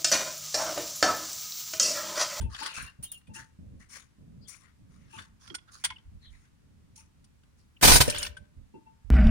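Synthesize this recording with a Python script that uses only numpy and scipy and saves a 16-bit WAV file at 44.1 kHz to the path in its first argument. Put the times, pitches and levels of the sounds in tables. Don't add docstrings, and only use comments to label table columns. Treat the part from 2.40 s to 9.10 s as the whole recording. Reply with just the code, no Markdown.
import sys
import numpy as np
from scipy import signal
from scipy.fft import rfft, irfft, next_fast_len
from scipy.io import wavfile
from scipy.ndimage import uniform_filter1d, map_coordinates

SR = 44100
rng = np.random.default_rng(int(sys.argv[2]) if len(sys.argv) > 2 else 0)


def materialize(psi):
    bounded = np.clip(np.atleast_2d(psi).T, -1, 1)
    quanta = np.round(bounded * 32767).astype(np.int16)
    wavfile.write(sys.argv[1], SR, quanta)


N = 295602
AGE = np.arange(SR) / SR

# frequency in Hz, relative level in dB per Hz.
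EXHAUST_SPECTRUM = [(88, -29.5), (150, 2.5), (213, -8.5), (254, -2.5), (391, -2.5), (774, -7),
                    (1080, -11.5), (1530, -4.5), (1900, -8.5), (4580, -5.5), (8070, -9.5), (9080, -5),
                    (12700, -15.5), (15100, -9.5), (16000, -33)]


def amp(db):
    return 10 ** (np.asarray(db) / 20)


def unit(x):
    return x / np.sqrt(np.mean(x ** 2) + 1e-20)


def along(points, hz):
    f, v = np.transpose(points)
    return np.interp(np.log(hz + 1), np.log(f + 1), v)


def wobble(rate):
    knots = rng.standard_normal(int(N * rate / SR) + 4)
    return map_coordinates(knots, [np.arange(N) * rate / SR])


def filtered(x, response):
    m = next_fast_len(x.shape[-1] + SR // 8)
    spectrum = rfft(x, m) * response(np.fft.rfftfreq(m, 1 / SR))
    return irfft(spectrum, m)[..., :x.shape[-1]]


def noise(spectrum, size=N):
    # frequency in Hz, left-right likeness (correlation).
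    likeness = [(40, 0.26), (150, 0.8), (500, 0.12), (1500, 0.027), (12000, 0.079)]

    def response(hz):
        turn = np.arccos(np.clip(along(likeness, hz), -1, 1)) / 2
        return amp(along(spectrum, hz)) * [np.cos(turn), np.sin(turn)]

    mid, side = filtered(rng.standard_normal((2, size)), response)
    return unit(np.array([mid + side, mid - side]))


def patchy(x, depth_db):
    z = signal.stft(x, nperseg=512)[2]
    field = uniform_filter1d(rng.standard_normal(z.shape[1:]), size=4, axis=0)
    field = uniform_filter1d(field, size=9, axis=1)
    return unit(signal.istft(z * amp(depth_db * unit(field)), nperseg=512)[1][:, :N])


def fade(t60, attack):
    return np.exp(-np.log(1000) * AGE / t60) * (1 - np.exp(-AGE / attack))


def ring(modes, attack, scatter_db, size=SR):
    t, out = AGE[:size], 0
    for hz, db, t60 in modes:
        strength = amp(db + scatter_db * rng.standard_normal((2, 1)))
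        tone = np.sin(2 * np.pi * (hz * t + rng.random((2, 1))))
        out = out + strength * np.exp(-np.log(1000) * t / t60) * tone
    return out * (1 - np.exp(-t / attack))


def grit(hz, spread, cycles, scatter_db, count):
    t = AGE[:SR // 50]
    start = rng.integers(SR // 2, size=(count, 1))
    pitch = hz * np.exp(spread * rng.standard_normal((count, 1)))
    strength = amp(scatter_db * np.minimum(rng.exponential(size=(count, 1)), 2))
    decay = np.exp(-np.log(1000) * t * pitch / cycles)
    notes = strength * decay * np.sin(2 * np.pi * (pitch * t + rng.random((2, count, 1))))
    where = (start + np.arange(len(t))).ravel()
    return unit(np.array([np.bincount(where, side.ravel(), SR)[:SR // 2] for side in notes]))


def stroke(s, length, attack, fall_db_per_s, swell_db=0):
    t = np.arange(N) / SR - s
    held_db = swell_db * (np.clip(t / length, 0, 1) - .5)
    return np.clip(t / attack, 0, 1) * amp(held_db - fall_db_per_s * np.maximum(t - length, 0))


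def sides(pan_db):
    return amp(np.array([[.5], [-.5]]) * pan_db)


def add(track, s, sound):
    room = track[:, round(s * SR):][:, :sound.shape[-1]]
    room += sound[..., :room.shape[1]]


def quiet_workshop():
    # frequency in Hz, relative level in dB per Hz.
    rest_spectrum = [(12, -31), (20, -10), (65, -7), (182, -11.5), (270, -12.5), (590, -27.5), (897, -23),
                     (1300, -24), (2670, -28), (3440, -30), (9140, -33.5), (16000, -46)]
    return amp(-68.5) * noise(rest_spectrum)


def handling():
    # start in seconds, length in seconds, sway in dB, rub in dB, left minus right in dB.
    shifts = [(0.0, 0.053, -29, -39.5, 3), (0.374, 0.055, -51.5, -54.5, -12), (0.587, 0.021, -48.5, -49, 2),
              (0.879, 0.035, -53, -47.5, 0.5), (0.972, 0.037, -68, -53.5, -1), (1.184, 0.2, -53, -50, -0.5),
              (1.782, 0.27, -60.5, -52.5, -1), (2.386, 0.3, -61.5, -57, -2.5),
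              (2.763, 0.023, -74, -49.5, -1), (3.076, 0.031, -60, -57.5, -3), (3.454, 0.057, -57, -67, 9.5),
              (3.649, 0.026, -47.5, -72, 3), (3.717, 0.042, -46, -56.5, -5.5),
              (3.872, 0.095, -55.5, -68, -9), (4.215, 0.34, -66, -60.5, -1.5), (5.752, 0.15, -45, -59.5, 7),
              (5.983, 0.039, -55, -56.5, -5), (6.163, 0.055, -49, -59.5, -9),
              (6.646, 0.043, -51, -72, -22.5)]
    # frequency in Hz, relative level in dB per Hz.
    sway_spectrum = [(11, -64.5), (18, -1.5), (75, 6), (92, -1.5), (110, -0.5), (140, -35.5), (240, -120)]
    rub_spectrum = [(41, -28.5), (70, -4.5), (123, -4), (215, -7.5), (306, -16.5), (338, -23.5), (600, -28),
                    (780, -43.5), (1320, -120)]
    restless_db, rest_sway_db, rest_rub_db = 1.5, -66, -66
    restless = amp(restless_db * wobble(11))
    sway, rub = amp(rest_sway_db) * restless, amp(rest_rub_db) * restless
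    for s, length, sway_db, rub_db, pan_db in shifts:
        move = sides(pan_db) * stroke(s, length, attack=0.0062, fall_db_per_s=227)
        sway = np.maximum(sway, amp(sway_db) * move)
        rub = np.maximum(rub, amp(rub_db) * move)
    return sway * noise(sway_spectrum) + rub * noise(rub_spectrum)


def slides():
    # start, rise and length in seconds, rasp in dB, hiss in dB, grit in dB, grit pitch in Hz.
    strokes = [(0.093, 0.13, 0.17, -41.5, -50, -45.5, 4700), (0.251, 0.03, 0.079, -54, -56.5, -52, 2790),
               (0.335, 0.015, 0.064, -44.5, -43.5, -46, 2440), (0.405, 0.022, 0.068, -54.5, -62, -57, 1750),
               (0.934, 0.018, 0.066, -56, -49.5, -51, 1744), (1.393, 0.018, 0.026, -67, -63, -62, 1940),
               (1.486, 0.06, 0.091, -55, -48, -58, 2160), (2.069, 0.021, 0.071, -65.5, -52.5, -64, 2210),
               (2.194, 0.02, 0.076, -71, -73, -71, 1990), (2.482, 0.045, 0.2, -75, -77.5, -76.5, 2070),
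               (2.689, 0.084, 0.086, -59, -56, -56.5, 2750), (2.775, 0.014, 0.015, -52, -53.5, -50, 1680),
               (2.995, 0.027, 0.093, -60.5, -65, -63, 5500), (3.273, 0.007, 0.015, -63, -72.5, -63, 1470),
               (3.311, 0.034, 0.045, -61.5, -53.5, -59.5, 4670),
               (3.371, 0.039, 0.08, -69.5, -65.5, -67, 2240), (2.814, .01, 0.013, -72, -67, -66, 1950),
               (3.802, 0.037, 0.053, -79, -74, -70, 1930), (3.9, 0.016, 0.054, -71, -69.5, -68, 2110),
               (3.949, 0.034, 0.12, -80, -76, -78.5, 2100), (4.554, 0.0081, 0.05, -69.5, -56.5, -68, 2450),
               (5.167, .02, 0.039, -81.5, -75, -77, 4790)]
    # frequency in Hz, relative level in dB per Hz.
    rasp_spectrum = [(290, -37.5), (500, -15.5), (770, -22.5), (892, -19), (1080, -1.5), (1350, -2),
                     (1720, -4), (2180, -17), (2740, -9), (3200, -13), (4500, -12.5), (5850, -34.5),
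                     (9900, -120)]
    hiss_spectrum = [(2060, -22.5), (3500, -13), (5430, 2), (6610, 3.5), (8050, -5.5), (9560, 3),
                     (12300, -22.5), (14800, -18), (16000, -15.5)]
    fall_db_per_s = 302.5
    rasp_swell_db, hiss_swell_db = 6, -5.5
    rasp, hiss, grains = np.zeros(N), np.zeros(N), np.zeros((2, N))
    for s, rise, length, rasp_db, hiss_db, grit_db, hz in strokes:
        pressure = stroke(s, length, rise, fall_db_per_s, rasp_swell_db)
        rasp = rasp + amp(rasp_db) * pressure
        hiss = hiss + amp(hiss_db) * stroke(s, length, rise, fall_db_per_s, hiss_swell_db)
        crunch = grit(hz, spread=.075, cycles=40, scatter_db=4.5, count=500)
        add(grains, s, amp(grit_db) * crunch * pressure[round(s * SR):][:SR // 2])
    catching = unit(amp(2 * wobble(140) + 2.2 * wobble(900)))
    rasping = rasp * patchy(noise(rasp_spectrum), depth_db=4.0)
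    hissing = hiss * patchy(noise(hiss_spectrum), depth_db=3.0)
    return catching * (rasping + hissing) + grains


def squeaks():
    # start in seconds, length in seconds, pitch in Hz, level in dB, drop in pitch as a share, jitter
    # of the pitch as a share. The rows at 0.01 s and 0.944 s are the high note of the pipework, woken by the
    # bumps there; the last row is the ringing note of the clink at 5.968 s.
    slips = [(0.01, 0.086, 2660, -58, .02, .035), (0.251, 0.086, 2830, -44, .02, .025),
             (0.337, 0.06, 2660, -43, 0.037, 0.034), (0.448, 0.071, 2750, -48, 0.0086, 0.021),
             (0.631, 0.064, 3160, -51.5, .03, 0.055), (0.655, 0.099, 3660, -57, .05, .03),
             (0.714, 0.055, 3090, -53, .06, 0.059), (0.725, 0.075, 2780, -50, 0, .02),
             (0.944, 0.051, 2755, -45, 0.023, 0.026), (2.001, 0.075, 4640, -63, 0.016, 0.05),
             (2.038, 0.057, 3380, -63.5, .04, 0.045), (2.688, 0.13, 2760, -56, 0.0071, 0.014),
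             (3.558, 0.018, 2900, -44.5, .12, 0.075), (3.799, 0.13, 3800, -54.5, 0.22, 0.072),
             (5.362, 0.018, 2810, -53.5, .03, .08), (5.966, 0.013, 1574, -44, 0.037, 0.037)]
    out = np.zeros((2, N))
    for s, length, hz, db, sag, rough in slips:
        size = round(length * SR)
        pitch = hz * (1 + sag * np.linspace(.5, -.5, size) + rough * wobble(895)[:size])
        phase = np.cumsum(pitch) / SR + rng.random((2, 1))
        add(out, s, amp(db) * np.hanning(size) * np.sin(2 * np.pi * phase))
    return out


def jingles():
    # start in seconds, level in dB before trim.
    hits = [(0.4225, -37), (0.463, -48.5), (0.6254, -29), (0.636, -29), (0.7162, -30.5), (0.7426, -45),
            (0.7733, -47.5)]
    # frequency in Hz, level in dB, t60 in seconds.
    sleeve_modes = [(2840, -20.5, 0.28), (3250, -21, 0.14), (4270, -27, 0.14), (6860, -19.5, 0.15),
                    (9200, -1, 0.053), (9320, 10.5, 0.033), (9670, 17.5, 0.0093), (14580, -7, 0.046),
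                    (14960, -5.5, 0.046)]
    fizz_spectrum = [(1000, -19.0), (5000, -15.0), (8500, -14.5), (9600, 2.5), (12000, -31.5),
                     (14800, -7.5), (16000, -15.0)]
    out = np.zeros((2, N))
    for s, db in hits:
        fizz = noise(fizz_spectrum, size=SR) * fade(t60=0.12, attack=0.0038)
        rocking = 1 + .5 * wobble(120)[:SR]
        sleeve = rocking * ring(sleeve_modes, attack=.004, scatter_db=2.5)
        add(out, s, amp(db - 4.5) * (sleeve + amp(-5.0) * fizz))
    return out


def bumps():
    # start in seconds, level in dB, thud and ring in dB re level, all before trim.
    contacts = [(0.011, -37, 11.5, -9), (0.049, -31, -17, -17.5), (0.208, -28.5, 1, -4),
                (0.262, -38, -8, 0), (0.604, -51, -12, -10), (0.891, -41.5, -6, -2), (0.95, -30, -8.5, -11),
                (2.729, -35, -1, -9), (2.783, -62, 18.5, -44), (3.104, -33, 8.5, -24),
                (3.498, -47, -18.5, -2), (4.569, -52.5, -12, -4), (6.338, -43.5, 21.5, 1.5),
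                (6.458, -42, -11.5, -1)]
    # frequency in Hz, level in dB, t60 in seconds.
    pipe_modes = [(890, 0, .1), (860, -7, .07), (925, -7, .07), (893, -13, .3), (2730, -16, .1),
                  (2650, -19, .06)]
    thud_spectrum = [(40, -27.5), (130, -15.0), (230, -8.5), (335, 2.0), (450, -14.5), (900, -49), (2000, -120)]
    rise_s = 0.016
    swell = np.minimum(AGE / rise_s, 1)
    out = np.zeros((2, N))
    for s, db, thud_db, ring_db in contacts:
        thud = noise(thud_spectrum, size=SR) * fade(t60=0.17, attack=0.015)
        rough = 1 + .35 * wobble(70)[:SR]
        note = swell * rough * ring(pipe_modes, attack=rise_s, scatter_db=1.5)
        add(out, s, amp(db + thud_db - 14.5) * thud)
        add(out, s, amp(db + ring_db + 6.5) * amp([[3], [-5]]) * note)
    return out


def clinks():
    # start in seconds, level in dB, body and top in dB re level, t60 of the crack in seconds, note of
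    # the spot struck in Hz, note in dB re level; levels before trim. The row at 5.412 s is the air valve
    touches = [(0.008, -44.5, 0, -2.5, 0.15, 1563, -7), (0.146, -28, -5, -50, .06, 3580, -11),
               (0.232, -26, -6, -13, 0.061, 1810, -21), (0.259, -19, -8.5, -15.5, 0.064, 1850, -25),
               (0.812, -59, 5, -12, 0.026, 2780, -13), (0.87, -58, 0.5, -6, 0.088, 2470, -3),
               (0.951, -38.5, -25, -4.5, 0.074, 2630, -7), (1.502, -46.5, -7, -6, .054, 2230, -6),
               (2.081, -38, -27, -4, 0.12, 4600, -18), (2.785, -41.5, 7.5, -14, .04, 3480, -2),
               (3.076, -29, -6.5, -19, 0.017, 1390, -22), (3.1, -37.5, 0.5, -41, 0.038, 3250, -6),
               (3.143, -28, -5.5, -14, 0.037, 1457, -7.5), (3.149, -13, -13, -17, .03, 8950, -22),
               (3.183, -44, -0.5, -29, 0.043, 3400, -11), (3.288, -56, 2, -25, 0.038, 1414, 3),
               (3.439, -17, -5.5, -8.5, 0.043, 3340, -16), (3.445, -10.5, -9, -10, 0.052, 2153, -19),
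               (3.451, -16, -4.5, -13.5, 0.06, 9030, -16.5), (3.49, -45, 3.5, -30.5, 0.035, 3380, -1),
               (3.502, -30.5, 3, -17, .04, 2165, -3), (3.505, -44.5, 5, -20, .04, 1017, 6.5),
               (3.519, -49.5, 10.5, -31.5, 0.058, 2170, 10), (3.583, -47, -0.5, -35, 0.028, 3100, -9),
               (4.559, -47.5, -16.5, -7.5, 0.046, 4340, -14),
               (4.842, -42.5, -17.5, -16.5, 0.042, 4770, -27), (5.034, -53.5, -3, -16.5, 0.032, 2688, -12),
               (5.412, -25, -10, -15.5, .04, 3302, -19.5), (5.676, -16, -23, -12.5, 0.059, 5560, -18),
               (5.698, -6.5, -18.5, -14.5, 0.044, 2880, -31), (5.745, -25, 1.5, -18, 0.045, 1600, -16),
               (5.761, -19.5, -3, -26, .021, 2960, -14), (5.782, -16.5, -17, -6.5, 0.028, 7100, -19),
               (5.828, -3.5, -19.5, -22.5, 0.023, 2913, -30.5),
               (5.866, -14, -13.5, -27.5, 0.029, 1820, -27), (5.914, -50, -8, -26, 0.022, 2950, -10),
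               (5.968, -39, -2.5, -10, .05, 1545, -0.5), (6.052, -57.5, -1.5, -20, 0.03, 1590, -9)]
    # frequency in Hz, level in dB, t60 in seconds.
    chisel_modes = [(2165, -7.5, .1), (3448, -10, .065), (5170, -10, .055), (6627, -18, .05),
                    (7370, -9, .05), (8900, -13.5, .029), (8950, 6.5, 0.076), (9700, -7, .05),
                    (9700, -12, .047), (13590, -13.5, .042), (15340, -15.5, .035)]
    # frequency in Hz, relative level in dB per Hz.
    crack_spectrum = [(240, -60), (400, -33), (950, -14), (2120, -7), (2510, -11.5), (3420, 0.5),
                      (3870, -10), (7990, -11.5), (8630, -2), (9610, -1), (10900, -28), (16000, -22)]
    out, size = np.zeros((2, N)), SR // 4
    for s, db, body_db, top_db, crack_t60, note_hz, note_db in touches:
        crack = noise(crack_spectrum, size=size) * fade(crack_t60, attack=0.0012)[:size]
        seat = 1 + 0.01 * rng.standard_normal(len(chisel_modes))
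        seated = [(hz * k, level, t60) for (hz, level, t60), k in zip(chisel_modes, seat)]
        chisel = ring(seated, attack=0.001, scatter_db=1.5, size=size)
        colour = [(900, body_db + 9.5), (3000, body_db + 4.0), (5500, 0.93),
                  (9000, top_db + 5.5), (14000, top_db + 5.5)]
        clink = filtered(crack + amp(-11) * chisel, lambda hz: amp(along(colour, hz)))
        note = ring([(note_hz, note_db, .075)], attack=.0015, scatter_db=0.5, size=size)
        add(out, s, amp(db - 5.5) * clink + amp(db) * note)
    return out


def rattle():
    # pitch in Hz, level in dB, scatter of the pitch as a share.
    chatter = [(1580, -47.5, .05), (2902, -44.5, 0.046), (4205, -41, .42)]
    start_s, length_s = 5.66, 0.19
    out = np.zeros((2, N))
    for hz, db, spread in chatter:
        add(out, start_s, amp(db) * grit(hz, spread, cycles=50, scatter_db=6, count=220))
    return out * stroke(start_s, length_s, attack=.03, fall_db_per_s=433, swell_db=2.5)


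def last_stroke():
    # frequency in Hz, level in dB, t60 in seconds.
    panel_modes = [(105, -15.5, 0.072), (248, -19, 0.047), (410, -42, 0.62), (494, -16.5, 0.041),
                   (600.6, -20.5, 0.1), (577, -45, 0.66), (594, -39, 0.71), (1560, -43, 0.563),
                   (1780, -36.5, 0.246), (2740, -37, 0.246)]
    out = np.zeros((2, N))
    add(out, 5.678, ring(panel_modes, attack=.0015, scatter_db=1))
    return out


def air():
    trigger_s, cycling_s = 5.411, 5.421
    release_s, empty_s = 5.548, 5.866
    full_db, bleed_db, bleed_sag_db = -15, -37, 11.5
    running = amp(full_db) * stroke(cycling_s, release_s - cycling_s, attack=0.011, fall_db_per_s=269.5)
    bleed = amp(bleed_db - bleed_sag_db / 2) * stroke(
        trigger_s, empty_s - trigger_s, attack=0.0019, fall_db_per_s=489, swell_db=-bleed_sag_db)
    flow = np.hypot(running, bleed)
    weak = 1 - flow / flow.max()
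    leak = weak * noise([(3000, -35.5), (9000, -3.5), (12000, -2), (15300, 0.5), (16500, -9.5)])
    jet = flow * patchy(noise(EXHAUST_SPECTRUM), depth_db=2.5) + amp(-12.5) * flow * leak
    sputter = amp((1.5 + 2.5 * weak) * wobble(150))
    draught = np.roll(flow, round(0.013 * SR))
    buffet = draught * noise([(15, -8.5), (32, -2.0), (55, -7.5), (110, -16.5), (300, -40.0), (1000, -79.0)])
    return jet * sputter + amp([[-12], [-7]]) * buffet


def hammer():
    # start in seconds, level in dB, thump and treble in dB re level (levels before trim),
    # exhaust 1/e time in seconds.
    blows = [(5.43, -4, -28, -16, 0.029), (5.445, -5, -26, -14, 0.026), (5.476, 1.5, -24.5, -17, 0.016),
             (5.495, -5.5, -23, -14.5, 0.018), (5.515, -2.5, -18, -17, 0.02),
             (5.554, -5, -23, -11.5, 0.021), (5.603, -6, -15.5, -7.5, 0.018)]
    # frequency in Hz, level in dB, t60 in seconds.
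    part_modes = [(927, -8.5, 0.22), (1010, -7.5, 0.16), (1504, -2, 0.12), (2030, -5.5, 0.092),
                  (2373, -1, 0.09), (3444, -2, .11), (3764, -2.5, 0.12), (4440, -3, 0.098),
                  (5750, -2, 0.12), (5600, -3.5, 0.1), (6153, -0.5, .1), (7127, -7, .07), (8926, -1, 0.056),
                  (9400, -1, .05)]
    crack_spectrum = [(150, -6.5), (400, -5.0), (950, 3.5), (1300, -4.0), (2000, -4.5), (6000, -7.5),
                      (16000, -27.0)]
    thump_modes = [(66, 3.0, 0.11), (139.0, -8.0, 0.18), (260, -1.0, 0.022)]
    out = np.zeros((2, N))
    for s, db, thump_db, treble_db, length in blows:
        crack = amp(-8.0) * noise(crack_spectrum, size=SR) * fade(t60=0.066, attack=0.0017)
        puff = (1 - np.exp(-AGE / 0.0037)) * np.exp(-(AGE / length) ** 2)
        blast = amp(treble_db + 4.5) * noise(EXHAUST_SPECTRUM, size=SR) * puff
        thump = amp(thump_db + 6.5) * ring(thump_modes, attack=0.00055, scatter_db=0.5)
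        steel = amp(-20.5) * ring(part_modes, attack=.0008, scatter_db=3)
        add(out, s, amp(db - 1.5) * (crack + blast + steel + thump))
    return out


def underbody(x, reach_s, count):
    delays = np.round(rng.uniform(.0004, reach_s, (2, count)) * SR).astype(int)
    taps = np.array([np.bincount(side, rng.standard_normal(count), SR // 10) for side in delays])
    taps /= np.linalg.norm(taps, axis=1, keepdims=True)
    walls = signal.fftconvolve(x, taps, axes=1)[:, :N]
    share = lambda hz: np.clip(along([(500, 0), (1200, .15), (3000, .5)], hz), 0, .8)
    direct = filtered(x, lambda hz: np.sqrt(1 - share(hz)))
    return direct + filtered(walls, lambda hz: np.sqrt(share(hz)))


def workshop_echo(x):
    # frequency in Hz, t60 in seconds.
    room_t60 = [(150, 0.53), (600, .65), (3000, 0.39), (12000, 0.18)]
    hz, t, z = signal.stft(rng.standard_normal((2, SR)), SR, nperseg=256)
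    decay = np.exp(-np.log(1000) * t / along(room_t60, hz)[:, None])
    tail = signal.istft(z * decay, SR, nperseg=256)[1]
    return signal.fftconvolve(x, tail / np.linalg.norm(tail[0]), axes=1)[:, :N]


def scene():
    # time in seconds, left minus right in dB.
    touch_side = [(0.1, 5.5), (1.0, 4), (1.5, 8), (2.15, 14.5), (2.8, 4.5), (3.14, -6), (3.45, 0.5),
                  (3.9, 3), (4.702, 3), (5.7, 1.5)]
    burst = underbody(hammer() + air(), reach_s=.008, count=40) + last_stroke() + rattle()
    pan = sides(np.interp(np.arange(N) / SR, *np.transpose(touch_side)))
    touching = underbody(clinks(), reach_s=.0035, count=14) + slides() + squeaks()
    fitting = pan * touching + jingles() + bumps()
    echo = workshop_echo(amp(-18.5) * burst + amp(-22.5) * fitting)
    return burst + fitting + echo + handling() + quiet_workshop()


def record(dry):
    left_lag_s, top_hz = 0.0011, 16350
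    rounded = dry / (1 + np.abs(dry / .9) ** 4) ** (1 / 4)
    delay_s = left_lag_s * np.array([[.5], [-.5]])
    return filtered(rounded, lambda hz: np.exp(-2j * np.pi * hz * delay_s) * (hz < top_hz))


dry = scene()
out = record(dry)
materialize(out)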